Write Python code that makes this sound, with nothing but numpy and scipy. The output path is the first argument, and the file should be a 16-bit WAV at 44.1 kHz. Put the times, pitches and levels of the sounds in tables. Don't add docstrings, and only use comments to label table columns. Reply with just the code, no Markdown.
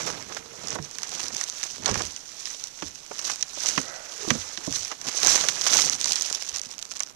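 import sys
import numpy as np
from scipy import signal
from scipy.fft import rfft, irfft
from scipy.io import wavfile
from scipy.ndimage import uniform_filter1d

SR = 44100
rng = np.random.default_rng(int(sys.argv[2]) if len(sys.argv) > 2 else 0)


def to_linear_factor(level_db):
    exponent = np.asarray(level_db, float) / 20
    return 10 ** exponent


def bounce(signal):
    frames = np.transpose(np.atleast_2d(signal))
    limited = np.clip(frames, -1, 1)
    pcm = np.round(limited * 32767).astype(np.int16)
    wavfile.write(sys.argv[1], SR, pcm)


N = 315315

# frequency in Hz, density in dB per Hz.
HISS_SPECTRUM = [(40, -87.5), (100, -91), (300, -91.5), (800, -93), (2000, -97), (5000, -101), (9000, -105),
                 (13000, -107)]
# time in seconds, level in dB.
FINGER_RUB = [(0.0, -71), (0.5, -82), (1.0, -61), (2.3, -79), (3.3, -68), (4.0, -77), (4.5, -84.5),
              (5.0, -64), (6.0, -56), (7.15, -71)]
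# time in seconds, strength in dB of the impulse that rings the cavity.
FINGER_TAPS = [(1.634, -3), (1.783, -2.5), (5.059, -2), (5.511, -12), (5.799, -8), (6.011, -8), (6.065, -5),
               (6.313, 5), (6.359, -8), (6.916, -15)]
# peak in seconds, level in dB, rise and fall in seconds per 10 dB.
SLIDES = [(3.91, -47.5, 0.14, .16)]
# frequency in Hz, width in Hz, level in dB.
HOLLOW_MODES = [(610, 320, 1.5), (1400, 510, 1), (1900, 100, -5.5)]
# peak in seconds, level in dB, rise and fall in seconds per 10 dB.
MESH_RUBS = [(.1, -41.5, 0.073, 0.02), (.38, -46.5, 0.05, -0.35), (.7, -50.5, 0.3, 0.18),
             (4.25, -38, 0.033, -0.41)]
# peak in seconds, rumble in dB, rise and fall in s per 10 dB.
FRAME_SHAKES = [(.05, -44, 0.1, 0.19), (.37, -54, .1, 0.08), (.78, -43, 0.15, 0), (1.36, -51, 0.32, -0.02),
                (1.92, -36, 0.08, 0.0859), (2.84, -59, .02, 0.16), (3.28, -60, 0.12, .15),
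                (3.8, -51, .12, .1), (4.33, -39, 0.044, -0.07), (4.78, -51, 0.13, -0.1),
                (5.09, -43.5, .04, -0.15), (5.3, -44, 0.074, 0.2), (5.79, -44.5, 0.099, 0.2),
                (6.12, -58, 0.16, 0)]
# start in seconds, level in dB, settled pitch in Hz.
BLOWS = [(0.752, -27, 398), (0.789, -24, 141), (1.899, -25, 104), (1.96, -25.5, 103), (2.002, -22.5, 407),
         (2.03, -35, 75), (2.822, -23.5, 269), (2.84, -39.5, 80.4), (3.107, -35.5, 354),
         (3.572, -29.5, 493), (3.775, -17.5, 250), (4.274, -22, 290), (4.308, -14.5, 210.5),
         (4.349, -23, 216), (4.37, -34.5, 84.3), (4.578, -34.5, 296), (4.674, -19.5, 255),
         (4.699, -31.5, 127), (4.79, -40, 95), (6.517, -44, 105), (6.66, -41.5, 214)]
# multiple of the settled pitch, level in dB, share of the blow's 60 dB decay time.
FRAME_MODES = [(.6, -2, 0.49), (1.007, -5.5, 1.23), (2.05, -3, 0.3), (3.3, -4.5, 0.21)]
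# start in seconds, peak of the sharp part in dB.
STEM_TICKS = [(0.672, -27), (0.684, -26.5), (0.705, -26), (0.8258, -31.5), (0.9122, -30), (1.093, -28),
              (1.2825, -23.5), (1.367, -25), (1.4988, -24), (2.0522, -26), (2.6396, -23.5), (5.2027, -26),
              (5.2305, -16.5), (5.2483, -11), (5.3323, -15), (5.8195, -11), (5.8974, -14.5), (6.001, -23),
              (6.0128, -17.5), (6.0434, -12), (6.1204, -11.5), (6.132, -15), (6.1573, -14.5), (6.2222, -17),
              (6.327, -18), (6.3505, -20), (6.562, -22), (6.5842, -21.5), (6.5963, -23), (6.6157, -25),
              (6.6573, -30), (6.7907, -26.5), (6.8261, -21), (6.9107, -28), (6.995, -26), (7.0336, -24.5)]
# start in seconds, sharp peak in dB, dull peak in dB, dull centre in Hz.
WIRE_KNOCKS = [(0.3227, -52, -28.5, 1590), (0.3671, -43, -26.5, 1100), (0.757, -50, -24.5, 597),
               (0.786, -50, -28, 680), (0.9848, -25, -29, 1660), (1.0322, -24.5, -31, 1200),
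               (1.412, -22, -24, 1400), (1.4388, -19.5, -34.5, 2200), (1.6308, -20, -26.5, 1600),
               (1.8588, -34, -14.5, 2870), (1.879, -25, -29, 2500), (1.894, -32, -33, 3000),
               (1.913, -37, -26.5, 3480), (1.9424, -25, -21, 2000), (1.955, -32, -19.5, 1070),
               (2.006, -36, -26, 800), (2.1632, -29, -34, 2000), (2.4554, -32, -29.5, 2960),
               (2.4717, -40, -32, 1400), (2.8225, -34, -24.5, 1100), (3.1129, -47, -28.5, 734),
               (3.2986, -24, -24, 1100), (3.4264, -18, -22, 2570), (3.7772, -27, -13.5, 1200),
               (4.3039, -19, -8.5, 1420), (4.5743, -32, -26, 1900), (4.915, -42, -26.5, 1290),
               (5.2709, -8, -20, 1100), (5.354, -15, -25, 1100), (5.4372, -32, -23.5, 1090),
               (5.4861, -9.5, -15, 1980), (5.666, -14.5, -17, 1310), (6.0572, -17, -25.5, 1080),
               (6.3001, -22, -32.5, 1000), (6.9152, -27, -31.5, 1400), (7.0042, -21, -26.5, 1290)]
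# time in seconds, smoothness from 0 dry ticks to 1 dragging swish.
SMOOTHNESS = [(0, 0.55), (.85, 0.62), (1.0, 0.38), (1.7, 0.38), (2.3, 0.65), (3.3, 0.33), (4.5, 0.64),
              (5.1, 0.43), (5.85, 0.44), (6.0, 0.29), (7.15, 0.14)]
# peak in seconds, blade rustle in dB, rise and fall in seconds per 10 dB,
# stem scrape in dB above the rustle.
GRASS_SWEEPS = [(0.0, -35.5, 0.059, 0.07, -3.5), (0.069, -33, 0.0086, 0.05, -3),
                (.16, -46, 0.098, 0.2, -1.5), (0.37, -43, .1, 0.04, -4), (0.757, -39.5, 0.17, 0, -3.5),
                (0.861, -42.5, 0.028, -0.23, -8), (1.2, -36.5, 0.21, 0.16, -7.5),
                (1.399, -35, 0.056, 0.06, -8.5), (1.63, -38, 0.19, 0.21, -11),
                (1.88, -37, .03, 0.0766, 2.5), (1.99, -35, 0.072, 0.12, -10),
                (2.48, -41.5, 0.24, 0.28, -12.5), (2.84, -44.5, 0.093, 0.2, -13.5),
                (3.262, -33, 0.094, 0.14, -10.5), (3.668, -29, 0.081, 0.13, -11),
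                (4.3, -38, 0.27, 0.35, -7.5), (4.67, -33.5, 0.015, -0.07, -7),
                (4.761, -31, 0.054, 0.06, -12.5), (4.881, -39.5, 0.17, 0.03, -12),
                (4.919, -43.5, 0.028, 0.02, 1.5), (5.092, -31.5, 0.034, -0.03, -6.5),
                (5.3, -22.5, .11, 0.1575, -8), (5.751, -21.5, .11, 0.13, -9.5),
                (6.12, -31.5, 0.16, 0.32, -11.5), (6.57, -39, 0.26, 0.02, -11),
                (6.72, -45, 0.064, .06, -10.5), (7.01, -42, 0.21, 0.05, -11)]
# low edge in Hz, high edge in Hz, level in dB.
RUSTLE_BANDS = [(2410, 4530, -10.5), (4020, 8080, -11.0), (8200, 19845, -7.5)]
# low edge in Hz, high edge in Hz, level in dB, extra dB per dB of scrape above -9.
SCRAPE_BANDS = [(339, 1210, -3, 0.48), (1026, 2590, -2.0, -0.094)]

STIR_DB, STIR_SCRAPE_DB, STIR_RUMBLE_DB = -56, -6, -68.5
THUD_T60_S, THUD_T60_SLOPE, THUD_SWELL_S = 0.085, 0.82, 0.0034
TICK_DULL_DB, TICK_DULL_HZ = -20, 1400
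DULL_SPAN = 1.91
PORT_HZ, PORT_WIDTH_HZ, PORT_DB = 6030, 1060, 17
COVER_HZ, COVER_TOP_HZ = 80.5, 1200
OVERLOAD = 0.84


def band(x, low_hz, high_hz):
    return signal.sosfilt(signal.butter(2, [low_hz, high_hz], "band", fs=SR, output="sos"), x)


def one_pole(x, hz):
    r = np.exp(-2 * np.pi * hz / SR)
    return signal.lfilter([1 - r], [1, -r], x)


def resonance(x, hz, width_hz):
    r = np.exp(-np.pi * width_hz / SR)
    poles = [1, -2 * r * np.cos(2 * np.pi * hz / SR), r * r]
    return signal.lfilter([(1 - r * r) / 2, 0, (r * r - 1) / 2], poles, x)


def in_time(rows):
    s, values = np.transpose(rows)
    return np.interp(np.arange(N) / SR, s, values)


def evened(x, over_s):
    power = np.abs(uniform_filter1d(x ** 2, size=int(over_s * SR)))
    return x / np.sqrt(power + 1e-14)


def swells(rows):
    s, db, rise_s, fall_s = (np.array(rows)[:, k:k + 1] for k in range(4))
    t = np.arange(0, N + 64, 64) / SR - s
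    fall_s = np.maximum(fall_s, 0.005)
    return db - 10 * np.where(t < 0, -t / rise_s, t / fall_s)


def summed(levels_db, rest_db):
    power = np.sum(to_linear_factor(levels_db) ** 2, axis=0) + to_linear_factor(rest_db) ** 2
    total_db = 10 * np.log10(power)
    return np.interp(np.arange(N) / 64, np.arange(len(total_db)), total_db)


def grains(per_s, spread_db, last_s):
    clumps = evened(one_pole(one_pole(rng.standard_normal(N), 25), 25), 1)
    born = rng.random(N) < per_s * to_linear_factor(6.0 * clumps) / SR
    sizes = to_linear_factor(spread_db * np.minimum(rng.exponential(1, N), 4.2))
    return signal.lfilter([1], [1, -np.exp(-1 / (last_s * SR))], born * sizes + 1e-9)


def hiss():
    hz, db = np.transpose(HISS_SPECTRUM)
    grid_hz = np.linspace(1, SR / 2, N // 2 + 1)
    shape = to_linear_factor(np.interp(np.log(grid_hz), np.log(hz), db)) * np.sqrt(SR / 2)
    return irfft(rfft(rng.standard_normal(N)) * shape, N)


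def finger():
    slips = grains(190.0, 2.6, 0.002) * rng.standard_normal(N)
    creak = evened(resonance(resonance(slips, 650, 400), 720, 900), 0.39)
    taps = np.zeros(N)
    for s, db in FINGER_TAPS:
        taps[round(s * SR)] = to_linear_factor(db)
    return to_linear_factor(in_time(FINGER_RUB)) * creak + resonance(one_pole(taps, 1400), 410, 780)


def slide():
    friction = rng.standard_normal(N)
    modes = np.zeros(N)
    for hz, width_hz, db in HOLLOW_MODES:
        mode = resonance(resonance(friction, hz, width_hz), hz, width_hz)
        modes += to_linear_factor(db) * evened(mode, 0.58)
    return to_linear_factor(summed(swells(SLIDES), -99)) * modes


def panel():
    mode = resonance(resonance(rng.standard_normal(N), 461, 48), 416, 90)
    return to_linear_factor(summed(swells(MESH_RUBS), -99)) * evened(mode, 0.2)


def frame_rumble():
    lumps = grains(60.0, 1.9, 0.013) + 1.0
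    rumble = evened(band(lumps * rng.standard_normal(N), 85, 373), 0.08)
    return to_linear_factor(summed(swells(FRAME_SHAKES), STIR_RUMBLE_DB)) * rumble


def thuds():
    length = 16384
    out, t = np.zeros(N + length), np.arange(length) / SR
    sagging_t = t + 0.27 * 0.016 * (1 - np.exp(-t / 0.015))
    for s, db, hz in BLOWS:
        t60 = THUD_T60_S * (250 / hz) ** THUD_T60_SLOPE
        rattle = band(rng.standard_normal(length), hz / 2, 2 * hz)
        ring = to_linear_factor(0.5 - 30 * t / t60) * rattle
        for multiple, level_db, share in FRAME_MODES:
            decay = to_linear_factor(level_db - 60 * t / (t60 * share))
            ring += decay * np.sin(2 * np.pi * hz * multiple * sagging_t)
        swell = 1 - np.exp(-(t * hz / 250 / THUD_SWELL_S) ** 2)
        at = round(s * SR)
        out[at:at + length] += to_linear_factor(db) * ring * swell
    return out[:N]


def clicks():
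    length = 2048
    out, t = np.zeros(N + length), np.arange(length) / SR
    ticks = [(s, db, db + TICK_DULL_DB, TICK_DULL_HZ) for s, db in STEM_TICKS]
    for s, sharp_db, dull_db, hz in list(WIRE_KNOCKS) + ticks:
        sharp_decay = np.exp(-t / 0.0006) + 0.051 * np.exp(-t / 0.005)
        dull_decay = np.exp(-t * np.sqrt(hz / 1100) / 0.0055)
        sharp = band(rng.standard_normal(length) * sharp_decay, 2860, 11800)
        dull = band(rng.standard_normal(length) * dull_decay, hz / DULL_SPAN, hz * DULL_SPAN)
        at = round(s * SR)
        out[at:at + length] += to_linear_factor(sharp_db) * sharp / np.abs(sharp).max()
        out[at:at + length] += to_linear_factor(dull_db) * dull / np.abs(dull).max()
    return out[:N]


def grass():
    sweeps_db, stems_db = swells(GRASS_SWEEPS), np.array(GRASS_SWEEPS)[:, 4:]
    rustle_db = summed(sweeps_db, STIR_DB)
    scrape_db = summed(sweeps_db + stems_db, STIR_DB + STIR_SCRAPE_DB) - rustle_db
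    smooth = in_time(SMOOTHNESS)
    per_s = 1700.0 * smooth
    shared = (1.5 - smooth) * grains(220.0, 4.57, 0.00051)
    out = np.zeros(N)
    for low_hz, high_hz, db in RUSTLE_BANDS:
        slips = shared + 0.69 * grains(per_s, 1.8, 0.00038) + 1.47 * smooth
        rustle = band(slips * rng.standard_normal(N), low_hz, high_hz)
        out += to_linear_factor(rustle_db + db) * evened(rustle, 0.1)
    for low_hz, high_hz, db, tilt in SCRAPE_BANDS:
        slips = 0.64 * shared + 0.54 * grains(per_s * 0.3, 4.0, 0.002) + 1.85 * smooth
        scrape = band(slips * rng.standard_normal(N), low_hz, high_hz)
        level_db = rustle_db + scrape_db + db + tilt * (scrape_db + 9.0)
        out += to_linear_factor(level_db) * evened(scrape, 0.15)
    return out


def scene():
    air = slide() + panel() + frame_rumble() + thuds() + clicks() + grass()
    return np.array([finger(), air])


def low_pass(x):
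    return signal.sosfilt(signal.butter(12, 15430, fs=SR, output="sos"), x)


def record(dry):
    touch, air = dry
    right = air + to_linear_factor(PORT_DB) * resonance(air, PORT_HZ, PORT_WIDTH_HZ)
    treble_loss = signal.butter(2, 7500, fs=SR, output="sos")
    right = to_linear_factor(6.0) * signal.sosfilt(treble_loss, right) + to_linear_factor(3.0) * hiss()
    right = OVERLOAD * np.tanh(right / OVERLOAD)
    leak = one_pole(one_pole(air, COVER_HZ), COVER_TOP_HZ)
    left = leak + touch + hiss()
    top_cut = signal.cheby2(10, 30, 14800, fs=SR, output="sos")
    mix = signal.sosfilt(top_cut, np.array([left, right]))
    return low_pass(mix)


dry = scene()
out = record(dry)
bounce(out)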